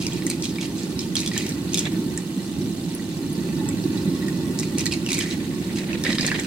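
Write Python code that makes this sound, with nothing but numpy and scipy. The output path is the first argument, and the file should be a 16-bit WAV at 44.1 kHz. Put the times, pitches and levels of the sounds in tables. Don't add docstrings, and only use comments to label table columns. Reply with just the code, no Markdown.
import sys
import numpy as np
from scipy import signal
from scipy.fft import rfft, irfft, next_fast_len
from scipy.io import wavfile
from scipy.ndimage import uniform_filter1d

SR = 44100
rng = np.random.default_rng(int(sys.argv[2]) if len(sys.argv) > 2 else 0)


def transcribe(signal):
    frames = np.atleast_2d(signal).T
    limited = np.clip(frames, -1, 1)
    pcm = np.round(limited * 32767).astype(np.int16)
    wavfile.write(sys.argv[1], SR, pcm)


N = 285229
T = np.arange(N) / SR
HZ = np.fft.rfftfreq(next_fast_len(N, True), 1 / SR)

# f/Hz, level/dB per Hz
JET_COLOUR = [(20, -33), (48, -32.5), (70, -17), (92, -16.5), (112, -11), (126, -14.5), (152, -5.5),
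              (186, -3), (220, -7.5), (295, -2), (325, 1.5), (370, -4.5), (410, -14), (520, -22),
              (680, -36.5), (1300, -42.5)]
# f/Hz, level/dB per Hz
PINCH_COLOUR = [(400, -8), (1300, -29), (2300, -22), (4000, -42), (5500, 3), (8200, 5), (10500, -8.5),
                (16000, -25)]
# f/Hz, level/dB per Hz
SPLASH_COLOUR = [(200, -6), (520, 0), (800, -9.5), (1300, -12.5), (1750, -0.5), (2300, -0.5), (3000, -7),
                 (4000, -6), (5000, -36), (7000, -47)]
# f/Hz, level/dB per Hz
CHAMBER_COLOUR = [(600, -48), (1400, -9), (1850, -10), (2400, 11), (3000, -11), (3800, 9), (5000, 10),
                  (7000, 7.5), (12000, -21.5)]
# t/s, level/dB
AIR_FLOW = [(0, 1), (0.6, -0.5), (1.1, -1), (1.8, 1), (2.3, -2.5), (3.1, -1.5), (3.9, 3), (4.4, 2.5),
            (5.15, 0), (5.7, 0.5), (6.3, 0.5), (6.47, -2)]
FLOW_DB = np.interp(T, *np.transpose(AIR_FLOW))


def churn(low_db=-29.0, high_db=-32.0, split_hz=250, steadiness=0.92):
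    # start t/s, length t/s, change of lower modes level/dB, of upper modes level/dB
    surges = [(0.224, 0.022, -1.5, 9), (1.92, 0.21, 3, 4), (2.562, 0.12, 5, 4), (3.21, 0.5, 1.5, 0.5),
              (6.08, 0.16, 2, -2)]
    surge_db = np.zeros((2, N))
    for s, length, *changes_db in surges:
        surge_db += np.outer(changes_db, spell(T - s, length))
    shape = gain_of(read(JET_COLOUR))
    upper = 1 / (1 + (split_hz / (HZ + 1)) ** 12)
    out = np.zeros((2, N))
    for part, db in [(1 - upper, low_db + surge_db[0]), (upper, high_db + surge_db[1])]:
        cloud = noise(shape * np.sqrt(part))
        slow_power = uniform_filter1d(cloud[0] ** 2, SR // 10) + 1e-6
        steady = evened(cloud / slow_power ** (steadiness / 2))
        out += steady * gain_of(FLOW_DB + db)
    return out


def gulps(ring_db=-9.5, spurt_db=-8.0, snap_db=5.0, snap_s=0.00097, spurt_s=0.00048, spatter_db=-4.0, reach=1.87):
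    # t/s, level/dB, bubble pitch f/Hz, snap level/dB
    slugs = [(0.0665, -8, 5060, -22), (0.2669, -18.5, 2060, -20), (0.3004, -8, 4400, -16.5),
             (0.4236, -11.5, 5440, -27), (0.4404, -14.5, 5950, -23.5), (0.4544, -13.5, 3960, -27),
             (0.5847, -16.5, 2360, -41), (0.6115, -16, 3430, -30), (0.6264, -20.5, 2350, -35),
             (0.6435, -22, 4700, -45), (0.9918, -12, 5150, -31), (1.1546, -8.5, 3344, -19.5),
             (1.167, -4, 4500, -32), (1.1834, -10, 3800, -33), (1.1915, -15, 4300, -24),
             (1.2031, -14, 4060, -26), (1.2125, -22, 3980, -25), (1.262, -10, 3620, -24.5),
             (1.276, -10, 3540, -23), (1.3775, -12, 3240, -15.5), (1.4654, -32, 2270, -27),
             (1.492, -32, 2300, -21.5), (1.7442, -7.5, 3730, -15.5), (1.7745, -9.5, 3580, -19),
             (1.7835, -10, 3580, -20), (1.7925, -16, 3540, -18), (1.8543, -11, 3610, -50),
             (2.176, -22, 1890, -23), (4.283, -17, 1930, -32), (4.5895, -9.5, 8500, -26),
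             (4.5974, -23, 5800, -22), (4.7833, -20, 2620, -19.5), (4.7941, -14, 5300, -27),
             (4.8075, -27, 2360, -24), (4.857, -8.5, 4570, -19), (4.8653, -6, 4240, -22),
             (4.9275, -13, 2680, -34), (4.9365, -11, 4300, -26), (5.0632, -13.5, 2980, -29),
             (5.0885, -15, 2680, -39), (5.1065, -14, 2400, -28), (5.119, -16, 2260, -19.5),
             (5.1305, -12, 3850, -18), (5.1438, -27, 2280, -21), (5.182, -17, 2300, -23.5),
             (5.1894, -13, 2390, -17), (5.209, -11.5, 3080, -40), (5.3105, -13.5, 4050, -50),
             (5.9308, -12, 2700, -53), (6.0378, -22, 3900, -19.5), (6.21, -4.5, 5040, -47),
             (6.2652, -9, 4500, -15), (6.277, -10, 4560, -28.5), (6.316, -4.5, 1754, -48),
             (6.3975, -23, 3530, -24.5)]
    bodies, snaps, spurts = np.zeros((3, 5, N))
    t = np.arange(SR // 60) / SR
    bursts = np.sign(rng.standard_normal((len(slugs), 2, len(t))))
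    delays = rng.uniform(0.0096, 0.016, len(slugs))
    for k, (s, level_db, hz, crack_db) in enumerate(slugs):
        spot = k % len(bodies)
        spurt = gain_of(level_db + spurt_db) * bursts[k, 0] * np.exp(-t / spurt_s)
        cutoff_hz = min(reach * hz, 0.45 * SR)
        spurt = signal.lfilter(*signal.butter(2, cutoff_hz, fs=SR), spurt)
        ring = bubble(hz, cycles=9.0, rise=-0.038)
        add(bodies[spot], s, gain_of(level_db + ring_db) * ring)
        add(spurts[spot], s, spurt)
        add(spurts[spot], s + delays[k], gain_of(spatter_db) * spurt)
        add(snaps[spot], s, gain_of(crack_db + snap_db) * bursts[k, 1] * np.exp(-t / snap_s))
    air = bodies + colour(spurts, CHAMBER_COLOUR)
    body = tub(air, walls_db=-2.5, walls_t60=0.05, room_db=-11, room_t60=0.4)
    snap = tub(colour(snaps, PINCH_COLOUR), walls_db=-5, walls_t60=0.04, room_db=-12, room_t60=0.3)
    return body + snap


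def gargle(ring_db=-4.5, spray_db=-3.5, snap_db=-9.5, per_s=1200, spread_db=3.0, scatter=0.138):
    rings, snaps = np.zeros((2, 2, N))
    draws = rng.random((int(per_s * N / SR), 4))
    times = draws[:, 0] * N / SR
    air, pitch = air_intake()
    pitches = np.interp(times, T, pitch)
    for k, (s, hz, (_, size, a, b)) in enumerate(zip(times, pitches, draws)):
        hz *= np.exp(2 * scatter * (a - b))
        hz *= 1.62 if k % 3 == 0 else 0.96
        strength = gain_of(spread_db * min(-np.log(size), 3)) * (-1) ** k
        ring = bubble(hz, cycles=7.6, rise=0.015)
        spot = int(2 * a)
        add(rings[spot], s, strength * ring / np.linalg.norm(ring))
        add(snaps[spot], s, np.array([strength]))
    snaps = evened(snaps)
    rattle = gain_of(ring_db) * evened(rings)
    rattle += gain_of(spray_db) * colour(snaps, CHAMBER_COLOUR)
    rattle += gain_of(snap_db) * colour(snaps, PINCH_COLOUR)
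    rattle *= air * chop() / 2
    return tub(rattle, walls_db=0.0, walls_t60=0.05, room_db=-13.0, room_t60=0.34)


def air_intake(trickle_db=-52.5, trickle_hz=4100, sag_octaves_per_s=2.9):
    # start t/s, length t/s, level/dB, pitch halfway through f/Hz
    air_runs = [(-0.015, 0.043, -30, 3210), (0.093, 0.084, -38.5, 2720), (0.264, 0.07, -37, 2620),
                (0.427, 0.038, -32, 3760), (0.602, 0.051, -34.5, 2880), (0.761, 0.074, -37, 4200),
                (1.001, 0.017, -33, 3750), (1.151, 0.09, -32, 2740), (1.317, 0.11, -34, 2140),
                (1.348, 0.085, -31.5, 3060), (1.412, 0.085, -36, 2330), (1.715, 0.048, -31.5, 3280),
                (1.772, 0.031, -29, 3110), (3.925, 0.09, -44, 3930), (4.137, 0.03, -44, 3750),
                (4.621, 0.014, -31, 2590), (4.772, 0.027, -26.5, 2680), (4.908, 0.029, -28.5, 2810),
                (5.079, 0.15, -27.5, 2460), (5.218, 0.11, -35.5, 2290), (5.751, 0.043, -32.5, 2540),
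                (6.037, 0.11, -31.5, 2310), (6.182, 0.12, -30.5, 2380), (6.287, 0.17, -37.5, 1900)]
    power = np.full(N, gain_of(trickle_db) ** 2)
    pitch = power * trickle_hz
    for s, length, db, hz in air_runs:
        run = (gain_of(db) * spell(T - s, length)) ** 2
        from_middle = np.clip(T - s, 0, length) - length / 2
        power += run
        pitch += run * hz * 2 ** (-sag_octaves_per_s * from_middle)
    return np.sqrt(power), pitch / power


def chop(per_s=80, jitter=0.3, decay_s=0.0026, floor=0.27):
    gaps = np.exp(jitter * rng.standard_normal(1500)) / per_s
    bites = np.cumsum(gaps) - gaps[0]
    age = T - bites[np.searchsorted(bites, T, "right") - 1]
    return evened(floor + np.exp(-age / decay_s))


def thumps(db=-2.0):
    # t/s, level/dB, pitch f/Hz
    big_pockets = [(1.295, -9, 182), (1.933, -5.5, 173), (2.376, -8.5, 185), (2.87, -8.5, 165),
                   (3.852, -9, 307), (4.074, -3.5, 166), (4.755, -5.5, 275), (5.757, -7.5, 244),
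                   (6.091, -2.5, 207)]
    out = np.zeros(N)
    for s, level_db, hz in big_pockets:
        pocket = bubble(hz, cycles=2.16, rise=0.0082)
        onset = 1 - np.exp(-np.arange(len(pocket)) * hz / SR * 4)
        add(out, s, gain_of(level_db + db) * pocket * onset)
    return filtered(out, gain_of(read(JET_COLOUR)))


def slaps(cycles=7.6, scatter=0.04, stagger_s=0.0015, splat_db=-7.5, splat_s=0.0028):
    # t/s, lower modes level/dB, upper modes level/dB
    slap_times = [(0.221, -29, -33), (0.558, -36, -29.5), (1.3149, -23, -27), (1.3637, -20, -27),
                  (5.209, -26, -27), (6.0378, -27, -24), (6.0496, -19, -21), (6.0647, -14, -23),
                  (6.0784, -26, -30), (6.1033, -19, -21), (6.1164, -19.5, -24), (6.128, -23.5, -20),
                  (6.1836, -21, -16), (6.1954, -21, -24), (6.2287, -25, -21), (6.2468, -19, -25),
                  (6.277, -20, -25), (6.2844, -18, -31), (6.316, -15, -30), (6.342, -20, -29),
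                  (6.39, -22, -30)]
    # f/Hz, level/dB
    lower_modes = [(1850, -2.5), (2330, -9.5)]
    # f/Hz, level/dB
    upper_modes = [(3200, -8), (3800, 1), (4500, -4), (5100, -1.5)]
    rings, splats = np.zeros((2, 3, N))
    t = np.arange(SR // 40) / SR
    for k, (s, lower_db, upper_db) in enumerate(slap_times):
        spot = k % len(rings)
        for modes, level_db in [(lower_modes, lower_db), (upper_modes, upper_db)]:
            for hz, db in modes:
                ring = bubble(hz * np.exp(scatter * rng.uniform(-0.94, 1)), cycles, rise=0)
                add(rings[spot], s + stagger_s * rng.random(), gain_of(level_db + db) * ring)
        splat = rng.standard_normal(len(t)) * np.exp(-t / splat_s)
        add(splats[spot], s, gain_of((lower_db + upper_db) / 2 + splat_db) * splat)
    water = rings + colour(splats, SPLASH_COLOUR)
    return tub(water, walls_db=-4, walls_t60=0.045, room_db=-13, room_t60=0.34)


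def slop(db=10.0, lapping_db=-68):
    # start t/s, length t/s, level/dB
    splashes = [(1.336, 0.15, -54.5), (1.768, 0.13, -47.5), (5.187, 0.41, -55.5), (5.657, 0.32, -51.5),
                (6.043, 0.091, -41), (6.19, 0.2, -41.5)]
    level = np.full(N, gain_of(lapping_db))
    for s, length, level_db in splashes:
        level += gain_of(level_db) * spell(T - s, length)
    water = noise(gain_of(read(SPLASH_COLOUR)))
    return water * level * gain_of(db) * lumpy(depth_db=8.0, rate_hz=26)


def glugs(cycles=9.1, damping=0.22):
    # t/s, level/dB, pitch f/Hz
    surfacing_bubbles = [(0.056, -26, 2760), (0.122, -26, 3230), (0.133, -19, 7200), (1.522, -25, 4100),
                         (1.691, -28, 4500), (1.734, -15, 6240), (2.95, -16, 10000), (3.329, -21, 9700),
                         (2.994, -34, 1910), (3.49, -35, 2400), (3.612, -33, 856), (3.66, -35, 866),
                         (3.689, -13.5, 7600), (3.709, -35, 2250), (3.84, -27, 4430), (3.976, -23, 3980),
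                         (4.225, -32, 1900), (4.86, -23, 1906), (5.071, -27, 2720), (6.302, -22, 2670)]
    out = np.zeros((1, N))
    for s, level_db, hz in surfacing_bubbles:
        size = 3000 / hz
        add(out, s, gain_of(level_db) * bubble(hz, cycles * size ** damping, rise=0.0074))
    return tub(out, walls_db=-5.0, walls_t60=0.045, room_db=-15.0, room_t60=0.3)


def whirr(db=-3.5, flow_share=1.4, count=3):
    # f/Hz, width f/Hz, level/dB
    resonances = [(568, 19, -54.5), (832, 35, -57.5), (914, 34, -55), (1123, 110, -57.5),
                  (1445, 120, -55.5), (1780, 40, -53.5), (1960, 68, -52.5), (2600, 130, -53.5),
                  (4000, 770, -52)]
    out = np.zeros((2, N))
    for k in range(count):
        power = np.zeros(len(HZ))
        for hz, width, level_db in resonances[k::count]:
            peak = 1 / (1 + ((HZ - hz) / width) ** 2) ** 1.44
            power += (gain_of(level_db) * evened(peak)) ** 2
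        hum = noise(np.sqrt(power)) * np.sqrt(np.mean(power))
        out += hum * lumpy(depth_db=4.0, rate_hz=18)
    return out * gain_of(db + flow_share * FLOW_DB)


def whine(db=0.0, waver=0.00602, flow_share=1.2):
    # f/Hz, level/dB
    motor_tones = [(565, -74), (910, -62.5), (1056, -66), (1100, -63.5), (4430, -61)]
    speed = 1 + waver * drift(21.0)
    turns = np.cumsum(speed) / SR
    out = np.zeros(N)
    for hz, level_db in motor_tones:
        tone = np.sin(2 * np.pi * (hz * turns + rng.random()))
        out += gain_of(level_db) * evened(tone * lumpy(depth_db=7.5, rate_hz=13.0))
    return out * gain_of(db + flow_share * FLOW_DB)


def foam(db=-46.0, flow_share=0.033, hiss_db=4.5, pops_db=-0.5, per_s=300, spread_db=1.0, tiniest_hz=9700):
    # f/Hz, level/dB per Hz
    fizz_colour = [(300, 7), (650, 5.5), (1100, 6), (1300, 0.5), (1650, -1), (2200, 3.5), (3200, 5),
                   (4500, 4), (5600, -0.5), (7500, 1.5), (9400, 0.5), (11000, -3.5), (16000, -11.5)]
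    froth = noise(gain_of(read(fizz_colour)))
    froth = tub(froth, walls_db=2.0, walls_t60=0.059, room_db=-4.5, room_t60=0.57)
    hiss = evened(froth) * gain_of(hiss_db) * lumpy(depth_db=2.3, rate_hz=230)
    spots = np.zeros((4, N))
    for k, (when, pitch, size) in enumerate(rng.random((int(per_s * N / SR), 3))):
        pip = bubble(tiniest_hz / (1 + 1.8 * pitch), cycles=13, rise=0.015)
        add(spots[k % len(spots)], when * N / SR, pip * gain_of(spread_db * min(-np.log(size), 4)))
    pops = evened(tub(spots, walls_db=6.0, walls_t60=0.04, room_db=-14.0, room_t60=0.27))
    return (hiss + gain_of(pops_db) * pops) * gain_of(db + flow_share * FLOW_DB)


def tub(spots, walls_db, walls_t60, room_db, room_t60):
    t = np.arange(SR // 3) / SR
    out = np.zeros((2, N))
    for spot in spots:
        dense, chance = rng.standard_normal((2, len(t))), rng.random((2, len(t)))
        walls = np.sign(dense) * (chance < 0.07) * (t > 0.0008) * gain_of(-60 * t / walls_t60)
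        room = dense * (t > 0.008) * gain_of(-60 * t / room_t60)
        echo = np.zeros((2, len(t)))
        for db, part in [(walls_db, walls), (room_db, room)]:
            echo += gain_of(db) * part / np.linalg.norm(part, axis=1, keepdims=True)
        echo[0, rng.integers(1, 4)] += 1
        echo[1, 0] += 1
        out += signal.oaconvolve(spot[None], echo, axes=1)[:, :N]
    return out


def bubble(hz, cycles, rise):
    age = np.arange(int(6 * cycles / hz * SR)) * hz / SR / cycles
    return np.exp(-age) * np.sin(2 * np.pi * cycles * (age + rise * age ** 2 / 2))


def spell(age, length, attack_s=0.011, hold_rise_db_per_s=1, release_s=0.0258):
    age = np.maximum(age, 0)
    attack = np.minimum(age / attack_s, 1)
    release = np.exp(-np.maximum(age - length, 0) / release_s)
    return attack * gain_of(hold_rise_db_per_s * age) * release


def noise(gain):
    # f/Hz, likeness (1 = the same, 0 = unrelated)
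    likeness = [(25, 0.9), (70, 0.99), (290, 0.96), (640, 1), (1400, 0), (5000, 0)]
    a, b = rng.standard_normal((2, N))
    same = np.clip(read(likeness), -1, 1)
    left = filtered(a, gain)
    right = filtered(a, gain * same) + filtered(b, gain * np.sqrt(1 - same ** 2))
    return evened(np.array([left, right]))


def lumpy(depth_db, rate_hz):
    return evened(gain_of(depth_db * 2 * np.tanh(drift(rate_hz) / 2)))


def drift(hz):
    return evened(filtered(rng.standard_normal(N), 1 / (1 + (HZ / hz) ** 4)))


def colour(x, points):
    size = next_fast_len(N, True)
    cepstrum = irfft(np.log(evened(gain_of(read(points)))), size)
    cepstrum[1:size // 2] *= 2
    cepstrum[size // 2:] = 0
    return filtered(x, np.exp(rfft(cepstrum)))


def filtered(x, gain):
    size = next_fast_len(N, True)
    return irfft(rfft(x, size) * gain, size)[..., :N]


def read(points):
    hz, value = np.transpose(points)
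    return np.interp(np.log(HZ + 1), np.log(hz + 1), value)


def gain_of(db):
    return 10 ** (np.asarray(db) / 20)


def evened(x):
    return x / np.sqrt(np.mean(x ** 2) + 1e-20)


def add(mix, s, sound):
    part = mix[..., max(round(s * SR), 0):][..., :sound.shape[-1]]
    part += sound[..., :part.shape[-1]]


def lean(x, right_db):
    return filtered(x, gain_of(np.array([[-0.5], [0.5]]) * right_db))


def scene(balance_db=3):
    # f/Hz, right minus left level/dB
    body_shade = [(1600, 4.5), (2400, 0.5), (4000, 4), (5500, -5.5), (8000, -1.5), (13000, 12.5)]
    intake = lean(gulps(), read(body_shade))
    jet = churn() + thumps()
    water = slaps() + slop() + glugs()
    pump = whirr() + whine()
    return lean(jet + intake + gargle() + water + pump + foam(), balance_db)


def record(dry, edge_hz=16050):
    low_pass = signal.firwin(511, edge_hz, window=("kaiser", 9), fs=SR)
    return signal.oaconvolve(dry, low_pass[None], "same")


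dry = scene()
out = record(dry)
transcribe(out)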